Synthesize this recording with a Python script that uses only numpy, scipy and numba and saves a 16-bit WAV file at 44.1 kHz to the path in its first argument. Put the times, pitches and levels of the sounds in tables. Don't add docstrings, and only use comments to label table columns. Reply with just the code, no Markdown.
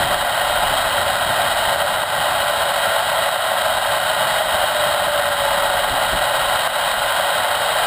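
import sys
import numpy as np
from scipy import signal
from scipy.fft import rfft, irfft
from scipy.io import wavfile
from scipy.ndimage import uniform_filter1d, minimum_filter1d
from numba import njit

SR = 44100
rng = np.random.default_rng(int(sys.argv[2]) if len(sys.argv) > 2 else 0)


def dump_mix(stems):
    frames = np.atleast_2d(stems).T
    limited = np.clip(frames, -1, 1)
    pcm = np.round(limited * 32767).astype(np.int16)
    wavfile.write(sys.argv[1], SR, pcm)


N = 346626


def undb(db):
    return 10 ** (np.asarray(db) / 20)


def at_rms(x, db):
    return x * undb(db) / np.sqrt(np.mean(x ** 2))


def curves(table):
    times, *columns = np.transpose(table)
    return [np.interp(np.arange(N) / SR, times, column) for column in columns]


def wander(rate_hz):
    hold = int(SR / rate_hz)
    steps = np.repeat(rng.standard_normal(N // 50), hold)[:N]
    return 1.24 * uniform_filter1d(uniform_filter1d(steps, hold), hold)


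def minimum_phase(gain, size=4096):
    cepstrum = irfft(np.log(gain), size)
    cepstrum[1:size // 2] *= 2
    cepstrum[size // 2 + 1:] = 0
    return irfft(np.exp(rfft(cepstrum)), size)[:size // 2]


# frequency in Hz, relative spectral density in dB.
WIND_SPECTRUM = [(12, -33), (20, -9), (97, 0.5), (172, -2.5), (321, -8.5), (450, -7), (580, -53),
                 (990, -120)]
# time in seconds, level in dB, relative level of the deep band in dB.
WIND_GUSTS = [(0, -30.5, -5), (.4, -40, -6), (.6, -35, -2), (1.3, -36.5, -7), (1.9, -37.5, -10),
              (2.3, -36, -6), (2.85, -38.5, -12), (3.0, -40.5, -12), (3.95, -39.5, -5), (4.15, -40, -8),
              (5.1, -36.5, -13), (5.5, -37.5, -9), (6.1, -36, -4), (6.7, -42.5, -9), (6.95, -37.5, -5),
              (7.4, -42, -16), (7.86, -38.5, -5)]
# centre in seconds, length in seconds, level change in dB.
WIND_BUFFETS = [(.05, 0.11, -0.5), (0.187, .03, -3), (1.01, .05, 5), (1.3, .07, 5), (2.187, .04, 4),
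                (2.885, .05, 7), (4.543, .05, 5.5), (5.078, 0.043, 5), (5.92, 0.057, 6.5),
                (6.144, 0.047, 9)]

def wind(split_hz=60):
    hz, density_db = np.transpose(WIND_SPECTRUM)
    bins_hz = np.linspace(1, SR / 2, N // 2 + 1)
    spectrum = rfft(rng.standard_normal(N)) * undb(np.interp(np.log(bins_hz), np.log(hz), density_db))
    gust_db, deep_db = curves(WIND_GUSTS)
    rumble = at_rms(irfft(spectrum * (bins_hz > split_hz), N), 0)
    deep = at_rms(irfft(spectrum * (bins_hz <= split_hz), N), 0)
    deep *= undb(deep_db + 2.5 * wander(7.1))
    t = np.arange(N) / SR
    buffet_db = sum(db * np.exp(-(2 * (t - centre) / length) ** 4) for centre, length, db in WIND_BUFFETS)
    flutter_db = wander(12) + 0.56 * wander(25)
    return (rumble + deep) * undb(gust_db + buffet_db + flutter_db)


# time in seconds, pitch in Hz, fundamental's drive in dB.
STRAND_PASSAGE = [(0, 712, -44), (1.2, 693, -45), (2.0, 679, -48), (2.9, 662, -41.5), (3.5, 647.5, -42.5),
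                  (4.5, 615, -43.5), (5.0, 591.5, -40), (5.55, 564.5, -38.5), (5.95, 551, -44),
                  (7.2, 499, -48), (7.55, 484, -39), (7.86, 472, -38)]

def strand_whine(octave_db=-52):
    hz, db = curves(STRAND_PASSAGE)
    phase = 2 * np.pi * np.cumsum(hz * (1 + .001 * wander(6))) / SR
    grip = undb(wander(6))
    return np.sqrt(2) * grip * (undb(db) * np.sin(phase) + undb(octave_db) * np.sin(2 * phase))


# time in seconds, peak of the push in dB.
WHEEL_JOLTS = [(.226, -9), (1.822, -10), (2.036, -5), (2.965, -10.5), (3.118, -8), (3.291, -9), (3.360, -6),
               (3.517, -9.5), (3.857, -9.5), (4.41, -15), (4.946, -11), (5.083, -8.5), (5.70, -8.5),
               (6.675, -7.5), (6.941, -10.5), (7.019, -10), (7.198, -5.5)]

def jolts(push_s=0.00017, bumps_per_s=1.2, bump_db=-16.5):
    chance, weakness = rng.random((2, N))
    impulses = (chance < bumps_per_s / SR) * undb(bump_db - 6 * weakness)
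    for time_s, db in WHEEL_JOLTS:
        impulses[int(time_s * SR)] = undb(db)
    t = np.arange(-200, 200) / SR
    return signal.fftconvolve(impulses, np.exp(-(t / push_s) ** 2), "same")


def rattle(ticks_per_s=2500, scatter_db=1.5, rolling_gain=0.8, drive_db=-17):
    chance, size, polarity = rng.random((3, N))
    tick_db = -scatter_db * np.log(1 - size)
    ticks = (chance < ticks_per_s / SR) * undb(tick_db) * np.sign(polarity - .5)
    contact = at_rms(ticks, 0) + rolling_gain * rng.standard_normal(N)
    return at_rms(contact * undb(0.66 * wander(90)), drive_db)


# frequency in Hz, nominal width in Hz, relative level in dB.
FRAME_MODES = [(581, 51.8, 2), (647.4, 97, -0.3), (734, 90, 1.4), (863.5, 98, 0.5), (1022, 89, -2),
               (1134, 104, -7), (1328, 244, -5), (1442, 194, -3.5), (1586, 113, -4), (1882, 132, -6),
               (1970, 226, -10), (2170, 170, -17.5), (2502, 280, -15), (2940, 230, -7), (3153, 99, -5.5),
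               (3277, 147, -8.5), (3773, 296, -8.5), (3896, 260, -10.5), (4290, 340, -16), (4845, 390, -22),
               (5260, 560, -25)]

def frame_response(skirt=1.615, taps=2048):
    hz = np.linspace(1, SR / 2, taps + 1)
    power = sum(undb(2 * db) / (1 + ((hz - mode_hz ** 2 / hz) / width) ** 2) ** skirt
                for mode_hz, width, db in FRAME_MODES)
    return at_rms(minimum_phase(np.sqrt(power), 2 * taps), 0) / np.sqrt(taps)


def scene():
    force = rattle() + jolts() + strand_whine()
    trolley = signal.fftconvolve(force, frame_response())[:N]
    return (trolley + wind())[None]


@njit
def limiter(x, peaks, threshold, attack_s, release_s):
    attack, release = 1 / (attack_s * SR), 1 / (release_s * SR)
    limited, envelope = np.empty(len(x)), threshold
    for i in range(len(x)):
        target = max(peaks[i], threshold)
        envelope += (target - envelope) * (attack if target > envelope else release)
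        limited[i] = x[i] * threshold / envelope
    return limited


def sample_and_hold(x, rate_hz=12000, hold=4):
    common = np.gcd(rate_hz, SR)
    coarse = signal.resample_poly(x, rate_hz // common, SR // common, window=("kaiser", 9.0))
    steps = np.repeat(coarse, hold)
    x = signal.resample_poly(steps, SR // common, hold * rate_hz // common)[:N]
    return np.pad(x, (0, N - len(x)))


def record(dry, antialias_hz=5700, top_hz=15300):
    peaks = -minimum_filter1d(-np.abs(dry[0]), size=45)
    x = limiter(dry[0], peaks, threshold=0.48, attack_s=0.00018, release_s=0.069)
    x = signal.sosfilt(signal.ellip(6, .5, 40, antialias_hz, fs=SR, output="sos"), x)
    x = sample_and_hold(x)
    return signal.sosfilt(signal.ellip(14, .2, 80, top_hz, fs=SR, output="sos"), x)[None]


dry = scene()
out = record(dry)
dump_mix(out)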